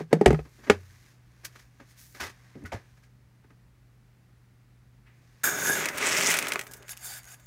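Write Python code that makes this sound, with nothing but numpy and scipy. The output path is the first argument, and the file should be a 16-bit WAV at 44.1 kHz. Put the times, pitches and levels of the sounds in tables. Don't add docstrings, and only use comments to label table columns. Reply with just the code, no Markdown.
import sys
import numpy as np
from scipy import signal
from scipy.fft import rfft, irfft
from scipy.io import wavfile
from scipy.ndimage import uniform_filter1d

SR = 44100
rng = np.random.default_rng(int(sys.argv[2]) if len(sys.argv) > 2 else 0)


def master(y):
    cut = np.clip(np.atleast_2d(y).T, -1, 1)
    pcm = np.round(cut * 32767)
    wavfile.write(sys.argv[1], SR, pcm.astype(np.int16))


N = 328986

# frequency_hz, density_db
FRICTION = [(120, -45), (200, -9.5), (829, -12.5), (1200, -7), (1390, -11.5), (1550, -3.5), (2150, -6.5),
            (2960, -14.5), (4970, -13.5), (6550, -13.5), (7460, -19.5), (15300, -25.5), (16500, -51)]
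# frequency_hz, density_db
BEAN_CLATTER = [(60, -65), (180, -37), (300, -31), (627, -9), (694, -20.5), (1060, -7.5), (1380, -3.5),
                (1690, -4), (2030, 1), (4030, -14.5), (4770, -16), (6030, -13), (8580, -18), (11800, -26),
                (15200, -28), (16500, -41.5)]
# frequency_hz, density_db
WALL_THRUM = [(55, -55), (105, -10), (180, -2), (349, -4), (423, -1), (519, -5), (864, -5.5), (1200, -14.5),
              (1560, -47), (2640, -120)]
# time_s, level_db, ring_over_clatter_db
SCOOP = [(5.435, -28.5, 19.5), (5.442, -20, 27), (5.459, -23, 28), (5.474, -25.5, 16.5), (5.53, -33, 11),
         (5.57, -33.5, 9), (5.69, -26, 14), (5.84, -31, -6.5), (5.875, -36, -4), (5.93, -37.5, 2),
         (5.96, -35.5, 0.5), (6.029, -28, -24), (6.2, -25, -16), (6.31, -25, -11), (6.4, -31, 0),
         (6.51, -36, -6), (6.59, -43, 2), (6.64, -53.5, -2), (6.75, -56, 7), (6.85, -59.5, -7)]
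# start_s, swell_s, slide_s, peak_db, rest_db
CUP_SHAKES = [(6.871, 0.038, 0.011, -39, -59), (6.985, 0.071, 0.13, -39.5, -59),
              (7.24, 0.079, 0.023, -48, -64)]
DIG_S, LIFTED_S = SCOOP[0][0], SCOOP[-1][0]


def gain_of(db):
    return 10 ** (np.asarray(db) / 20)


def unit_rms(x):
    return x / np.sqrt(np.mean(x ** 2) + 1e-20)


def unit_peak(x):
    return x / abs(x).max()


def spectrum_db(points, hz):
    corner_hz, db = np.transpose(points)
    return np.interp(np.log(hz + 1), np.log(corner_hz + 1), db)


def octaves(hz):
    return np.log2(np.maximum(hz, 100) / 3000)


def add(mix, start_s, sound):
    part = mix[max(round(start_s * SR), 0):][:len(sound)]
    part += sound[:len(part)]


def coloured(x, shape, tilt=0):
    hz = abs(np.fft.fftfreq(4096, 1 / SR))
    log_gain = np.log(gain_of(np.maximum(spectrum_db(shape, hz) + tilt * octaves(hz), -100)))
    taps = np.fft.ifft(np.exp(np.conj(signal.hilbert(log_gain)))).real[:2048]
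    return signal.oaconvolve(x, taps / np.linalg.norm(taps))[:len(x)]


def played(x, times, db, tilt):
    hz, t, frames = signal.stft(x, SR, nperseg=256)
    slope = gain_of(np.outer(octaves(hz), np.interp(t, times, tilt)))
    power = (abs(frames[6:]) ** 2).mean(1, keepdims=True)
    slope /= np.sqrt((power * slope[6:] ** 2).sum(0) / power.sum())
    out = signal.istft(frames * slope, SR, nperseg=256)[1][:N]
    return out * gain_of(np.interp(np.arange(N) / SR, times, db, -150, -150))


def clicks(per_s, spread_db):
    size = gain_of(spread_db * np.minimum(rng.exponential(1, N), 5)) * rng.choice([-1., 1.], N)
    return unit_rms(size * (rng.random(N) < per_s / SR))


def burst(noise, shape, tilt, rise_s, t60):
    t = np.arange(len(noise)) / SR
    swell = np.minimum(t / max(rise_s, 1e-4), 1)
    decay = gain_of(-60 * np.maximum(t - rise_s, 0) / max(t60, 1e-3))
    return coloured(noise, shape, tilt) * swell * decay / 2


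def mode(hz, width_hz, db):
    t = np.arange(2048) / SR
    return gain_of(db) * np.sqrt(width_hz) * np.exp(-np.pi * width_hz * t) * np.sin(2 * np.pi * hz * t)


def boom(t, hz, db, t60):
    return gain_of(db - 60 * t / t60) * np.sin(2 * np.pi * hz * t) * (1 - np.exp(-t / 0.0049))


def patches(count, spread_db, span=1300):
    return gain_of(spread_db * unit_rms(uniform_filter1d(rng.standard_normal(count), size=span)))


def struck(train, sounds, patchy_db, span=1300):
    start = int(DIG_S * SR) - 2048
    count = N - start
    pick, out = rng.integers(0, len(sounds), count), np.zeros(N)
    for k, sound in enumerate(sounds):
        hits = train[start:] * (pick == k) * patches(count, patchy_db, span)
        out[start:] += signal.oaconvolve(hits, sound)[:count]
    return out / np.std(out[start:])


def room_tone():
    # frequency_hz, density_db
    rumble = [(30, -19.5), (50, -6.5), (80, -15.5), (160, -16), (250, -22.5)]
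    hiss = [(500, -32), (1000, -35), (2000, -35), (3200, -43), (5000, -44), (8000, -48), (15500, -51)]
    hum_hz, hum_db, above_1khz_db = 121.4, -60, -72.3
    hz, t = np.fft.rfftfreq(N, 1 / SR), np.arange(N) / SR
    spectrum = rfft(rng.standard_normal(N)) * gain_of(spectrum_db(rumble + hiss, hz))
    noise = irfft(spectrum, N) / np.std(irfft(spectrum * (hz > 1000), N))
    waver = sum(np.sin(2 * np.pi * (f * t + rng.random())) / np.sqrt(f) for f in np.geomspace(.3, 8, 20))
    hum = np.sqrt(2) * gain_of(hum_db + .7 * unit_rms(waver)) * np.sin(2 * np.pi * hum_hz * t)
    return gain_of(above_1khz_db) * noise + hum


def reflections(x):
    taps = np.zeros(SR // 2)
    slots = np.arange(100, len(taps) - 20, 20)
    taps[slots + rng.integers(0, 20, slots.shape)] = rng.choice([-1., 1.], slots.shape)
    hz, t, frames = signal.stft(taps, SR, nperseg=128)
    t60 = 0.11 * gain_of(-.4 * octaves(hz))[:, None]
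    tail = signal.istft(frames * gain_of(-60 * t / t60), SR, nperseg=128)[1]
    return signal.fftconvolve(x, tail / np.linalg.norm(tail))[:N]


def sleeve_rustle():
    # time_s, level_db, tilt_db_per_octave
    slides = [(0, -42, -4.5), (.065, -74.5, -0.5), (.3, -46.5, -5), (.43, -68.5, 3), (.62, -62.5, 1),
              (1.1, -63, 1.5), (1.2, -75, -0.5), (1.61, -61, 1), (1.7, -75.5, 1.5), (1.86, -67.5, 0.5),
              (1.915, -59.5, 3.5), (1.956, -68.5, 1), (1.991, -53.5, 6.5), (2.13, -61.5, 7.5),
              (2.343, -64.5, -0.5), (2.8, -66.5, -2), (3.05, -75.5, 3), (3.15, -96, -4), (5.02, -89, -2),
              (5.17, -72.5, 0), (5.432, -66.5, 0)]
    return played(coloured(clicks(per_s=9900, spread_db=3.4), FRICTION), *np.transpose(slides))


def plastic_creaks():
    # start_s, swell_s, level_db, pitch_hz, width_hz, t60_s
    creaks = [(2.54, 0.0056, -56, 2100, 250, 0.095), (2.558, 0.0081, -34.5, 268, 89.4, 0.14),
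              (2.595, 0.047, -39, 265, 110, 0.17), (2.645, 0.011, -39.5, 2000, 250, 0.1),
              (2.649, 0.01, -43.5, 1430, 90, 0.17), (2.717, 0.0026, -36, 2250, 150, 0.031),
              (2.72, 0.0077, -26.5, 656, 200, 0.12), (5.05, 0.024, -55.5, 2100, 700, 0.39)]
    out, t = np.zeros(N), np.arange(SR // 3) / SR
    for start_s, swell_s, db, hz, width_hz, t60 in creaks:
        driven = signal.oaconvolve(rng.standard_normal(2 * len(t)), mode(hz, width_hz, 0))
        tone = unit_rms(driven[len(t):2 * len(t)])
        envelope = np.minimum(t / swell_s, 1) * gain_of(db - 60 * np.maximum(t - swell_s, 0) / t60)
        add(out, start_s, tone * envelope / 2)
    return out


def lid_scuffs():
    # start_s, level_db, tilt_db_per_octave, t60_s
    scuffs = [(0.11, -35, -7.5, 0.2), (0.449, -47.5, -5.5, 0.15), (0.584, -48.5, -7.5, 0.21),
              (0.633, -45, -3, 0.31), (0.667, -36, -5.5, 0.31), (1.436, -48, -2, 0.16),
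              (1.447, -29.5, 3.5, 0.056), (1.554, -44, -1.5, 0.07), (1.59, -50, 1, 0.079),
              (1.798, -43, -5, 0.11), (2.145, -44, -0.6, 0.33), (2.655, -44, 0.5, 0.099),
              (2.721, -33, -3.5, 0.2), (2.969, -56.5, -2.5, 0.073), (3.03, -57, -0.5, 0.15),
              (3.439, -53.5, -6.5, 0.084), (3.501, -49, -6, 0.077)]
    skid = [(2.2 + k * 0.031, -27.5 - k * 4.5, -1.3, 0.22 - k * 0.054) for k in range(4)]
    out, count = np.zeros(N), SR // 3
    for start_s, db, tilt, t60 in scuffs + skid:
        grit = rng.standard_normal(count) * gain_of(3.14 * np.minimum(rng.exponential(1, count), 4))
        add(out, start_s - .003, gain_of(db - 3) * burst(grit, FRICTION, tilt, rise_s=0.0095, t60=t60))
    return out


def lid_knocks():
    # boom_hz, boom_over_ring_db
    knocks = [(0.005, -23.5, -17, -10, 3.5, 160, -6.5), (0.128, -4, -10, 2.5, 2.5, 161.5, -10),
              (0.165, -27.5, -17, 0.5, 12, 192.7, 0.5), (0.211, -6.5, -15.5, 0, 5.5, 160, -19),
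              (0.259, -1, -4, 1.5, 0.3, 63, -10.5), (0.277, -9.5, -15, 4.5, 4, 136, -2),
              (0.305, -11.5, -4, -0.6, 9, 66, -10), (0.328, -16.5, -15, 4, 2.5, 151, 3.5),
              (0.344, -28.5, 8, -3, -2, 153, -12), (0.39, -29, 2, -4, -1, 65.6, -1),
              (0.698, -2, 1.5, -0.5, 0.5, 205, -22), (2.21, -49, -15, -0.5, 6, 75, 12),
              (2.25, -50, -15, 0, 8, 95, 11.5), (2.553, -36, -11, 0.5, 14, 139, -4),
              (2.638, -42.5, -11, 10, 18, 89, 11), (2.721, -43.5, 14, 0.5, -8, 67, 5),
              (2.739, -32.5, -13.5, 7, 15, 102.2, 5.5)]
    # pitch_hz, level_db, t60_s
    lid_modes = [(205, -5, 0.055), (266.5, -7.5, 0.031), (310, -1.5, 0.035), (414, 3.5, 0.036),
                 (541, -4.5, 0.022), (710, -4, 0.028), (875, -13, 0.014), (1280, -18.5, .015),
                 (1820, -15.5, 0.04), (2250, -15, 0.016)]
    # frequency_hz, density_db
    crack_shape = [(180, -26), (300, -11.5), (456, -10), (558, -14), (730, -11), (1060, -19.5), (1270, -15),
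                   (1530, -20.5), (2240, -18.5), (3590, -31), (8730, -39.5), (14900, -58), (16500, -80.5)]
    out, t = np.zeros(N), np.arange(SR // 3) / SR
    hz, mode_db, t60 = np.transpose(lid_modes)[:, :, None]
    sharp_share, sag_s = 0.12, 0.005
    sagging_t = t + sharp_share * sag_s * (1 - np.exp(-t / sag_s))
    onset = 1 - np.exp(-t * hz / 1.9)
    for start_s, db, crack_db, tilt, bass_lift, boom_hz, boom_db in knocks:
        detune = 1 + 0.045 * rng.standard_normal(hz.shape)
        decay = gain_of(mode_db - bass_lift * np.log2(hz / 430) - 60 * t / t60)
        partials = onset * decay * np.sin(2 * np.pi * hz * detune * sagging_t)
        ring = unit_peak(partials[::2].sum(0) - partials[1::2].sum(0))
        crack = burst(rng.standard_normal(len(t)), crack_shape, tilt, rise_s=0.0015, t60=0.034)
        rattle = burst(rng.standard_normal(len(t)), FRICTION, tilt=-4, rise_s=0.0057, t60=0.12)
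        rim = gain_of(crack_db) * (crack + gain_of(-20) * rattle)
        add(out, start_s, gain_of(db) * (ring + boom(t, boom_hz, boom_db, t60=0.17) + rim))
    add(out, 0.697, boom(t, hz=91, db=-31.5, t60=0.59))
    return out


def stray_beans():
    from_s, count, per_s, fade_db_per_s = 6.5, 45, 52, 4
    out = np.zeros(N)
    for wait, size, bright in rng.random((count, 3)):
        after_s = wait * count / per_s
        tick = burst(rng.standard_normal(512), BEAN_CLATTER, 2.3 + 11 * bright, 0.00026, t60=0.0083)
        db = -42 - fade_db_per_s * after_s - 3 * np.log(size)
        add(out, from_s + after_s, gain_of(db) * unit_peak(tick))
    return out


def bean_drops(digging, lifted, choke):
    # start_s, level_db, tilt_db_per_octave
    drops = [(5.453, -25, 11), (5.67, -21, 4), (5.857, -13.5, 3.5), (5.862, -17, -4), (5.887, -17, 4.5),
             (5.975, -22, 8), (5.982, -17.5, 6), (6.07, -13.5, -2.5), (6.18, -22, 9), (6.21, -10, 2),
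             (6.304, -13, 5.5), (6.315, -11.5, 9), (6.34, -11, 5), (6.369, -15.5, 7), (6.388, -10, 5),
             (6.426, -16, 2), (6.47, -16, 0), (6.484, -17, 8), (6.521, -10.5, 1.5), (6.535, -19.5, 5.5),
             (6.558, -11, -3.5), (6.593, -17.5, 3.5), (6.612, -23.5, 4.5), (6.637, -39, 19),
             (6.668, -32, 2), (6.718, -34, 9), (6.736, -27.5, 8.5), (6.769, -39.5, 13), (6.882, -31.5, 2.5),
             (6.893, -25.5, 6), (6.932, -32, 2), (7.045, -27.5, 17), (7.398, -45, 7)]
    out, count = np.zeros(N), 2048
    for start_s, db, tilt in drops:
        contact = 2.34 * coloured(signal.unit_impulse(count), BEAN_CLATTER, tilt)
        rattle_t60 = 0.02 * gain_of(0.97 * tilt)
        rattle = burst(rng.standard_normal(count), BEAN_CLATTER, tilt, rise_s=0.00012, t60=rattle_t60)
        tick = unit_peak(contact + gain_of(-2.5) * rattle)
        thump = burst(rng.standard_normal(count), WALL_THRUM, tilt=0, rise_s=0.00082, t60=0.039)
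        thump *= gain_of(-17 - 1.5 * tilt)
        modes = digging if start_s < LIFTED_S else lifted
        chime = unit_peak(rng.standard_normal(len(modes)) @ modes)
        chime *= choke[int(start_s * SR)] * gain_of(-12 + 0.3 * tilt)
        add(out, start_s, gain_of(db) * (tick + thump + chime))
    return out


def tub_thrum():
    hollow = [mode(hz, width_hz, db) for hz, width_hz, db in [(219, 54, -4), (407, 69, 0), (638, 78, -4.5)]]
    walls = unit_rms(coloured(clicks(per_s=900, spread_db=3.6), WALL_THRUM))
    return walls + gain_of(-3) * struck(clicks(per_s=1200, spread_db=3.0), hollow, patchy_db=2.5)


def glass_ring(digging, lifted, choke):
    crunch = unit_rms(coloured(clicks(per_s=6600, spread_db=1.3), BEAN_CLATTER, tilt=11.8))
    taps = clicks(per_s=14000, spread_db=1.8)
    in_tub = struck(taps, digging, patchy_db=2.5, span=4000)
    in_air = struck(taps, lifted, patchy_db=3.0, span=2500)
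    return choke * np.where(np.arange(N) < LIFTED_S * SR, in_tub, in_air) + gain_of(-11) * crunch


def bean_clatter():
    t = np.arange(2048) / SR
    pings = [np.exp(-t * hz / 3) * np.sin(2 * np.pi * hz * t) for hz in np.linspace(5500, 8000, 5)]
    contacts = clicks(per_s=6000, spread_db=2.9) * patches(N, spread_db=1.37)
    pinging = struck(clicks(per_s=900, spread_db=2.9), pings, patchy_db=4.0)
    return unit_rms(coloured(contacts, BEAN_CLATTER)) + gain_of(-7.5) * pinging


def cup_motion():
    in_tub, in_cup = (-19, -28), (-21.5, -51)  # thrum_offset_db, level_of_flat_tilt_db
    stop_s, shake_ring_db = 0.021, (4, 10, 10, 4)
    rows = [(*row, *in_tub) for row in SCOOP]
    for start_s, swell_s, slide_s, peak_db, rest_db in CUP_SHAKES:
        times = np.cumsum([start_s, swell_s, slide_s, stop_s])
        levels = min(rows[-1][1], peak_db), peak_db, peak_db - 33 * slide_s, rest_db
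        rows += [(*row, *in_cup) for row in zip(times, levels, shake_ring_db)]
    rows.append((N / SR,) + rows[-1][1:])
    times, db, ring_db, thrum_offset_db, flat_db = np.transpose(sorted(rows))
    entry_db = -15.5 * np.exp((DIG_S - times) / 0.034)
    thrum_db = thrum_offset_db + 0.74 * db + entry_db
    tilt = np.clip(0.58 * (db - flat_db), -7, 9)
    return times, db, ring_db, thrum_db, tilt


def scooped_beans():
    # pitch_hz, width_hz, digging_db, lifted_db
    glass_modes = [(743, 78, -24, -6.5), (1530, 79, 0, -2), (1647, 91, 0, -4), (2330, 93, -12, -19),
                   (3605, 120, -10.5, -6.5), (4655, 120, -18, -5), (5220, 83, -12, -8.5),
                   (6130, 147, -11.5, -19), (6656, 154, -1, 1.5), (7350, 38, -7.5, -2),
                   (8330, 110, -9.5, -12), (8780, 260, -12, -5.5), (10400, 160, -17.5, -7),
                   (11110, 140, -7.5, -6), (11800, 190, -16, -7), (12500, 200, -8.5, -7),
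                   (14100, 220, -7, -15), (14570, 90, -20, -7.5), (15450, 130, -13, -11)]
    digging = [mode(hz, width_hz, db) for hz, width_hz, db, _ in glass_modes]
    lifted = [mode(hz, width_hz, db) for hz, width_hz, _, db in glass_modes]
    choke = gain_of(np.interp(np.arange(N) / SR, (5.8, 5.9, 6.63, 6.7), (0, -12, -12, 0)))
    times, db, ring_db, thrum_db, tilt = cup_motion()
    clatter_db = db - 10 * np.log10(1 + gain_of(2 * ring_db))
    thrum_tilt = 13 * (times >= CUP_SHAKES[0][0])
    out = played(bean_clatter(), times, clatter_db, tilt)
    out += played(glass_ring(digging, lifted, choke), times, clatter_db + ring_db, 0.28 * tilt)
    out += played(tub_thrum(), times, thrum_db, thrum_tilt)
    out += bean_drops(digging, lifted, choke)
    low_cut = signal.butter(2, 85, "high", fs=SR, output="sos")
    return signal.sosfilt(low_cut, out)


def scene():
    near = lid_knocks() + lid_scuffs() + plastic_creaks() + scooped_beans() + stray_beans()
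    return (near + gain_of(-12.5) * reflections(near) + sleeve_rustle() + room_tone())[None]


def record(dry):
    low_hz, high_hz, ceiling = 42, 15900, .93
    thin = signal.sosfilt(signal.butter(4, low_hz, "high", fs=SR, output="sos"), dry)
    limited = thin / (1 + (thin / ceiling) ** 6) ** (1 / 6)
    high_cut = signal.firwin(511, high_hz, window=("kaiser", 9), fs=SR)
    return signal.oaconvolve(limited, high_cut[None], "same")


dry = scene()
out = record(dry)
master(out)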